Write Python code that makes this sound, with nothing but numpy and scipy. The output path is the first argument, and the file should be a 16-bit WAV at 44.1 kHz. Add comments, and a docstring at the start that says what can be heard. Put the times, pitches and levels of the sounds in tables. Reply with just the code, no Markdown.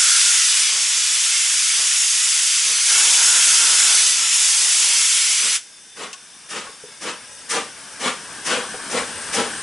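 """Steam locomotive from the platform

The microphone stands 5 m from the track as an engine pulls out towards it. Straight ahead, open
cylinder cocks roar and hiss, then shut. The exhaust beats, faint at first, quicken and close in on
the left. Between them steam leaks and sings, the running gear rumbles and knocks, and a drain under
the cab sprays."""
import sys
import numpy as np
from scipy import signal
from scipy.fft import rfft, irfft, next_fast_len
from scipy.io import wavfile

SR = 44100
rng = np.random.default_rng(int(sys.argv[2]) if len(sys.argv) > 2 else 0)


def store_pcm(level_fs):
    """Save levels as 16-bit WAV."""
    pcm = np.round(np.clip(level_fs, -1, 1) * 32767).astype(np.int16)
    wavfile.write(sys.argv[1], SR, np.atleast_2d(pcm).T)


N = 424241
T = np.arange(N) / SR
CUTOFF_HZ = 11050

# the four voices of the cocks, heard head-on: f/Hz, relative density/dB
JET_HISS = [(2500, -24), (3900, -12), (4300, -6), (5100, -1.5), (6300, -0.5), (7600, -1), (9000, -2.5),
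            (9800, -5), (10300, -1.5), (11500, -3.5)]
JET_RUSH = [(700, -46), (880, -18), (1150, -13), (1650, -9), (2100, -1.5), (2400, -1.5), (2800, 0),
            (3550, 1), (4000, -4), (5000, -42)]
JET_HOWL = [(1000, -26.5), (1190, -21), (1330, -3.5), (1480, -3.5), (1650, -8), (2100, -17), (2900, -15),
            (3450, -6.5), (4100, -10.5), (4600, -25)]
JET_ROAR = [(25, -25), (70, -17), (125, -16.5), (190, -9), (280, -3), (480, 0.5), (720, 2), (930, 9.5),
            (1200, 5.5), (2500, -18)]
# how alike the jets are on both sides of the microphone: f/Hz, correlation
JET_LIKENESS = [(60, .9), (150, .65), (280, 0.64), (550, 0.39), (1140, 0.74), (2400, 0.92), (4500, 0.93),
                (10000, 0.95)]
HISS_DB, RUSH_DB, HOWL_DB, ROAR_DB = -17.5, -25.5, -37.5, -51   # between strokes
TOP_DB, TOP_RISE_DB_PER_S = -1.3, 0.37   # the jets brighten as they come nearer
PIPE_ROUND_TRIP_S, SHUT_S = 0.0023, 5.563


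def cylinder_cocks():
    """Wet steam jets down the track: hiss over a rush, howling drain pipes and a low roar."""
    hiss_db, top_db, rush_db, howl_db, roar_db = stroke_gains()
    jets = from_db(HISS_DB + hiss_db) * turbulence(JET_HISS, JET_LIKENESS, eddy_db=1.5) * gusts(.28, 42)
    jets = brighten(jets, TOP_DB + TOP_RISE_DB_PER_S * T + top_db, above_hz=9600)
    jets += from_db(RUSH_DB + rush_db) * turbulence(JET_RUSH, JET_LIKENESS, eddy_db=1.4) * gusts(.57, 22)
    howl = from_db(HOWL_DB + howl_db) * gusts(.48, 4)
    # the harder the pipes howl, the more their round trip colours the jet
    jets += np.clip(howl * from_db(10), 0, .2) * delayed(jets, PIPE_ROUND_TRIP_S)
    jets += howl * turbulence(JET_HOWL, JET_LIKENESS, eddy_db=2.2)
    # the low roar sputters, dipping briefly at random
    sputter = rms_one(from_db(-4 * np.maximum(drift(rate_hz=22), 0)))
    jets += from_db(ROAR_DB + roar_db) * turbulence(JET_ROAR, JET_LIKENESS, eddy_db=1.7) * sputter
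    # the flow is cut quickly, then a faint tail dies away more slowly
    shut_s = np.clip(T - SHUT_S, 0, 1)
    return jets * np.maximum(from_db(-480 * shut_s), from_db(-11.5 - 180 * shut_s))


# piston strokes behind the near cocks:
# admission t/s, cut-off t/s, release t/s, hiss gain/dB, howl gain/dB, roar gain/dB
PISTON_STROKES = [(-.3, .2, 0.63, 3, 9, 3.5), (2.837, 3.92, 4.09, 3, 10, 14), (4.28, 4.957, 5.6, 1.5, 1, 9)]
ADMIT_S, RELEASE_S, RECOVER_S = .065, .08, .35
EXPANSION_DB_PER_S, CALM_S = 5, 0.33   # after cut-off the hiss sags, howl and roar die away


def stroke_gains():
    """Steam enters, expands and is released: dB added to hiss, top end, rush, howl and roar."""
    hiss, howl, roar, opening, slack, drive = np.zeros((6, N))
    for admitted, cut_off, released, hiss_db, howl_db, roar_db in PISTON_STROKES:
        is_open = np.clip((T - admitted) / ADMIT_S, 0, 1) * np.clip(1 - (T - released) / RELEASE_S, 0, 1)
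        expanding_s = np.maximum(T - cut_off, 0)
        full_flow = is_open * np.exp(-expanding_s / CALM_S)
        opening += is_open
        slack += burst(released, RELEASE_S, RECOVER_S)
        drive += is_open * hiss_db
        hiss += is_open * (hiss_db - EXPANSION_DB_PER_S * expanding_s)
        howl += full_flow * howl_db
        roar += full_flow * roar_db
    top = .25 * hiss - 7.5 * slack * (1 - opening)   # each release leaves the jet slack and duller
    return hiss, top, 0.76 * drive, howl, roar


# beats nearing the microphone, four to a wheel turn: t/s, relative blast level/dB, relative boom level/dB
BEATS = [(.66, -31, -47.5), (1.72, -32.5, -52), (2.63, -32, -42.5), (3.32, -37, -46), (4.13, -31.5, -48),
         (4.77, -49, -50), (5.375, -34, -40.5), (5.951, -28.5, -32.5), (6.484, -25.5, -33),
         (7.002, -24.5, -29), (7.486, -20, -25.5), (7.99, -18, -24.5), (8.443, -17.5, -23),
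         (8.893, -20, -20), (9.32, -19, -20)]
# the four cylinder ends, in turn: blast swell/s, boom swell/s, fall/s, relative hiss level/dB
CYLINDER_ENDS = [(0.088, 0.087, 0.061, -6), (0.088, 0.072, 0.043, -7.5), (0.079, 0.083, 0.046, -1),
                 (0.086, 0.073, 0.042, -11.5)]
# steam at the blast pipe, at the valve and up the chimney: f/Hz, relative density/dB
BLAST = [(150, -21), (500, -15.5), (800, -4.5), (1150, 2.5), (1700, -2), (2400, -2.5), (3000, -1),
         (4100, -7.5), (5500, -8.5), (8500, -10), (11500, -16)]
VALVE_HISS = [(600, -37), (1800, 3), (3200, -6.5), (4200, -6), (5600, 3), (7200, -2.5), (9000, 1),
              (11500, -6)]
DRAUGHT = [(60, -10), (130, -1), (185, -0.5), (700, 1.5), (1500, 5)]
# chimney resonances: f/Hz, width/Hz, relative level/dB
CHIMNEY_MODES = [(203, 36, -2), (255, 66, -4.5), (354, 50, -3.5), (415, 91, -4), (490, 54, 2),
                 (600, 81, -6.5), (810, 120, -9.5)]
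# ground bounce at the microphone, later as the chimney comes near: t/s, lag/s
GROUND_LAG = [(6, .0047), (9.3, .0088)]
# how alike the engine is on both sides of the microphone: f/Hz, correlation
ENGINE_LIKENESS = [(60, 0.97), (280, 1), (550, 0.94), (2400, 0.94), (5000, 0.84), (10000, 0.89)]


def exhaust():
    """Each beat starts as a hiss at the valve, then swells into a blast that makes the chimney boom."""
    blast, boom, hiss = np.zeros((3, N))
    for k, (start, blast_db, boom_db) in enumerate(BEATS):
        swell_s, boom_swell_s, fall_s, hiss_db = CYLINDER_ENDS[k % len(CYLINDER_ENDS)]
        blast += from_db(blast_db - 1.86) * burst(start, swell_s, fall_s)
        boom += from_db(boom_db - 1.8) * burst(start, boom_swell_s, fall_s) ** 1.17
        hiss += from_db(blast_db + hiss_db) * burst(start, rise_s=0.026, fall_s=0.048)
    beats = blast * turbulence(BLAST, ENGINE_LIKENESS, eddy_db=1.5) * gusts(.4, 70)
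    beats += hiss * turbulence(VALVE_HISS, ENGINE_LIKENESS, eddy_db=1.0)
    booms = boom * resonate(turbulence(DRAUGHT, ENGINE_LIKENESS, eddy_db=1.0), CHIMNEY_MODES)
    ground_bounce = .25 * delayed(booms, np.interp(T, *np.transpose(GROUND_LAG)))
    return near_paths(beats) + booms + ground_bounce


# gear, glands and cab drain, heard from the platform edge: f/Hz, relative density/dB
GEAR_RUMBLE = [(25, -26), (55, -5.5), (110, -3.5), (220, 2), (330, -1.5), (480, 0), (700, -1.5), (1000, 2),
               (1350, 1), (1680, 4.5), (2100, -3.5), (3000, -1.5), (4500, -10.5), (11500, -38)]
GLAND_LEAK = [(800, -37), (2200, -3), (3300, -4), (4100, -8), (5200, 1.5), (6000, 3.5), (6900, -5),
              (8200, 0.5), (9600, 0.5), (10400, -0.5), (11500, -4)]
DRAIN_SPRAY = [(1000, -25), (2200, -26), (5300, -8.5), (7000, -12), (8200, -6.5), (8750, -1), (9300, -7.5),
               (11500, -11)]
FAR_RUMBLE_DB, WHISTLE_DB = -60.5, -55


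def rolling_engine():
    """The running gear rumbles, glands leak with one thin whistle, and the cab drain sprays."""
    gear_db = passing_db(abreast_m=21.2, level_db=-34, falloff=2.64)
    leak_db = passing_db(abreast_m=17.2, level_db=-40.5, falloff=1)
    drain_db = passing_db(abreast_m=21.34, level_db=-33.5, falloff=3.6)
    rumble_gain = np.hypot(from_db(gear_db), from_db(FAR_RUMBLE_DB))
    gear = rumble_gain * turbulence(GEAR_RUMBLE, ENGINE_LIKENESS, eddy_db=2.0) * gusts(.7, 30)
    steam = from_db(leak_db) * turbulence(GLAND_LEAK, ENGINE_LIKENESS, eddy_db=2.2)
    steam += from_db(drain_db) * turbulence(DRAIN_SPRAY, ENGINE_LIKENESS, eddy_db=-0.5)
    drain_note = from_db((drain_db + gear_db) / 2 - 6) * steam_note(hz=1606, width_hz=130)
    fade_db = np.interp(T, [7.4, 8.6], [0, -8])
    whistle = from_db(WHISTLE_DB + fade_db) * steam_note(hz=3569, width_hz=26)
    return gear + whistle + drain_note + near_paths(steam)


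# rod knocks at close range: t/s, relative level/dB, strongest f/Hz
KNOCKS = [(6.07, -35, 1090), (6.136, -38, 1110), (6.665, -29, 1300), (6.69, -35, 500), (6.835, -29.5, 430),
          (8.6, -23, 1300), (8.636, -26, 1000), (8.739, -23.5, 553), (9.585, -30, 1750)]
# rod resonances: f/Hz, relative level/dB, t60/s
ROD_MODES = [(290, -5.5, .07), (424, -1, 0.085), (489, -1, .075), (763, -4, .08), (1106, 0, 0.1),
             (1480, -3, 0.11), (1750, -1, 0.058)]


def rod_knocks():
    """Play in the bearings: a short rattle rings the rods, each knock favouring some modes."""
    rattles = np.array([from_db(db - 27.5) * burst(s, rise_s=.0013, fall_s=.0087) for s, db, _ in KNOCKS])
    strongest_hz = np.array(KNOCKS)[:, 2]
    rods = np.zeros(N)
    for hz, db, t60 in ROD_MODES:
        shares = from_db(-12 * np.log2(hz / strongest_hz) ** 2)
        contacts = shares @ rattles * rng.standard_normal(N)
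        rods += from_db(db) * ring(contacts, hz, t60)
    return rods


# a spit of steam from the engine: t/s, level/dB, fall/s
SPIT = (6.129, -26.5, 0.01)
# its hiss: f/Hz, relative density/dB
SPIT_HISS = [(1000, -20), (2800, 2), (4200, -4), (6300, 1), (9000, -5), (11500, -10)]


def spit():
    """One sharp spurt of steam."""
    start, db, fall_s = SPIT
    spurt = from_db(db) * burst(start, rise_s=0.0022, fall_s=fall_s)
    return spurt * turbulence(SPIT_HISS, ENGINE_LIKENESS, eddy_db=0)


QUARTER_TURN_M, TRACK_DISTANCE_M = 1.482, 5.04


def passing_db(abreast_m, level_db, falloff):
    """A part nears the microphone, gaining speed evenly, and reaches level_db after abreast_m."""
    beat_times = np.array(BEATS)[:, 0]
    beats_done = np.polyval(np.polyfit(beat_times, np.arange(len(BEATS)), 2), T)
    distance_m = np.hypot(TRACK_DISTANCE_M, abreast_m - QUARTER_TURN_M * beats_done)
    return level_db + falloff * 20 * np.log10(TRACK_DISTANCE_M / distance_m)


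def to_the_left(x):
    """As the engine draws level the right side is shaded: not in the bass, most in the treble."""
    bearing = np.interp(T, [5.0, 7.0, 8.8], [.35, .72, 1])
    mid = x.mean(axis=0)
    above_bass = signal.sosfilt(signal.butter(1, 170, "high", fs=SR, output="sos"), mid)
    treble = signal.sosfilt(signal.butter(1, [3700, 5800], "band", fs=SR, output="sos"), mid)
    return x + (0.12 * bearing * above_bass + 0.18 * bearing ** 3 * treble) * [[1], [-1]]


# dips in the low roar: t/s, half width/s, gain/dB
ROAR_DIPS = [(.43, .018, -23), (.65, 0.013, -11), (1.655, 0.025, -30), (2.1, .016, -16), (2.54, 0.03, -30),
             (4.33, .03, -10), (5.04, .014, -11), (5.1, .022, -17), (5.372, .016, -23)]


def low_dips(x, below_hz):
    """The low end drops out for brief moments."""
    gain = from_db(sum(db / (1 + ((T - s) / half_s) ** 2) ** 1.9 for s, half_s, db in ROAR_DIPS))
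    lows = signal.sosfiltfilt(signal.butter(6, below_hz, fs=SR, output="sos"), x)
    return x - (1 - gain) * lows


# paths to the microphone off ballast, boiler and platform: lag when far/s, lag when near/s, share
NEAR_PATHS = [(.0017, .0031, .17), (.0046, .0054, .17), (.0074, .0105, .17)]


def near_paths(x):
    """Close reflections comb the sound; their hollow colour slides as the engine moves."""
    return x + sum(share * delayed(x, np.interp(T, [5, T[-1]], [far_s, near_s]))
                   for far_s, near_s, share in NEAR_PATHS)


# echoes from farther off in the station: lag/s, level/dB, left over right/dB
STATION_ECHOES = [(.047, -11, -2), (.083, -28, 1), (.131, -35, 1.5), (.21, -35, -8)]


def station(x, dull_hz):
    """Platforms and buildings return a few dull echoes."""
    dull = signal.sosfilt(signal.butter(1, dull_hz, fs=SR, output="sos"), x)
    return x + sum(from_db(db) * pan(left_db) * delayed(dull, s) for s, db, left_db in STATION_ECHOES)


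def turbulence(spectrum, likeness, eddy_db):
    """Stereo flow noise of rms 1 whose narrow bands swell and fade as eddies come and go."""
    size = next_fast_len(N, True)
    hz = np.arange(size // 2 + 1) * SR / size
    mid, side = rfft(rng.standard_normal((2, size)))
    alike = np.clip(at_hz(likeness, hz), 0, 1)
    white = np.sqrt(1 + alike) * mid + np.sqrt(1 - alike) * side * [[1], [-1]]
    low_skirt = 1 / (1 + (spectrum[0][0] / (hz + 1) / 2) ** 4)
    high_skirt = (hz < CUTOFF_HZ) / (1 + (hz / (1.5 * spectrum[-1][0])) ** 4)
    flow = white * from_db(at_hz(spectrum, hz)) * low_skirt * high_skirt
    band = np.sqrt(hz).astype(int)   # bands widen with pitch
    angle = rng.uniform(0, 2 * np.pi, band[-1] + 1)[band]
    # two slow motions, which every band follows in a mix of its own
    steady, first, second = (irfft(flow * mix, size)[:, :N] for mix in (1, np.cos(angle), np.sin(angle)))
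    eddies = first * drift(rate_hz=6) + second * drift(rate_hz=6)
    return rms_one(steady + (from_db(eddy_db) - 1) * eddies)


def burst(start, rise_s, fall_s):
    """A straight rise, then an exponential fall, like pressure let out by a valve."""
    age = T - start
    return np.clip(age / rise_s, 0, 1) * np.exp(-np.clip((age - rise_s) / fall_s, 0, 20))


def steam_note(hz, width_hz):
    """Noise sings through one narrow resonance."""
    return resonate(rng.standard_normal(N), [(hz, width_hz, 0)])


def resonate(x, modes):
    """Parallel resonances of alternating sign; rms 1."""
    return rms_one(sum((-1) ** k * from_db(db) * width * ring(x, hz, t60=np.log(1000) / np.pi / width)
                       for k, (hz, width, db) in enumerate(modes)))


def ring(drive, hz, t60):
    """One damped mode: each click sets a sine ringing."""
    r, w = from_db(-60 / (t60 * SR)), 2 * np.pi * hz / SR
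    return signal.lfilter([0, np.sin(w)], [1, -2 * r * np.cos(w), r * r], drive + 1e-18)


def gusts(depth_db, rate_hz):
    """The whole stream swells and sags at random."""
    return from_db(depth_db * drift(rate_hz))


def drift(rate_hz):
    """A smooth random wander of spread 1."""
    hop, settle = 40, 2000
    r = np.exp(-2 * np.pi * rate_hz * hop / SR)
    slow = signal.lfilter([1], [1, -2 * r, r * r], rng.standard_normal(N // hop + settle + 2))[settle:]
    return np.interp(np.arange(N) / hop, np.arange(len(slow)), rms_one(slow))


def brighten(x, treble_db, above_hz):
    """A moving treble shelf."""
    top = signal.sosfiltfilt(signal.butter(2, above_hz, "high", fs=SR, output="sos"), x)
    return x + (from_db(treble_db) - 1) * top


def delayed(x, lag_s):
    """Stereo sound arriving later by a steady or moving delay."""
    return np.array([np.interp(T - lag_s, T, side, left=0) for side in x])


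def pan(left_db):
    """Left and right gains for a level difference."""
    return from_db(np.array([[.5], [-.5]]) * left_db)


def at_hz(points, hz):
    """Read a curve on a log-frequency axis."""
    known_hz, values = np.transpose(points)
    return np.interp(np.log(hz + 1), np.log(known_hz), values)


def from_db(db):
    return 10 ** (np.asarray(db) / 20)


def rms_one(x):
    return x / np.sqrt(np.mean(x ** 2) + 1e-20)


def scene():
    """The cocks blow straight at the microphone; the rest of the engine slides to the left."""
    engine = station(exhaust() + spit() + rod_knocks(), dull_hz=2490) + rolling_engine()
    return low_dips(cylinder_cocks() + to_the_left(engine), below_hz=900)


def record(dry):
    """After the microphone, the highest peaks are clipped and the top is cut steeply."""
    top_cut = signal.ellip(10, .05, 60, CUTOFF_HZ, fs=SR, output="sos")
    return signal.sosfiltfilt(top_cut, np.clip(dry, -.8, .8))


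dry = scene()
out = record(dry)
store_pcm(out)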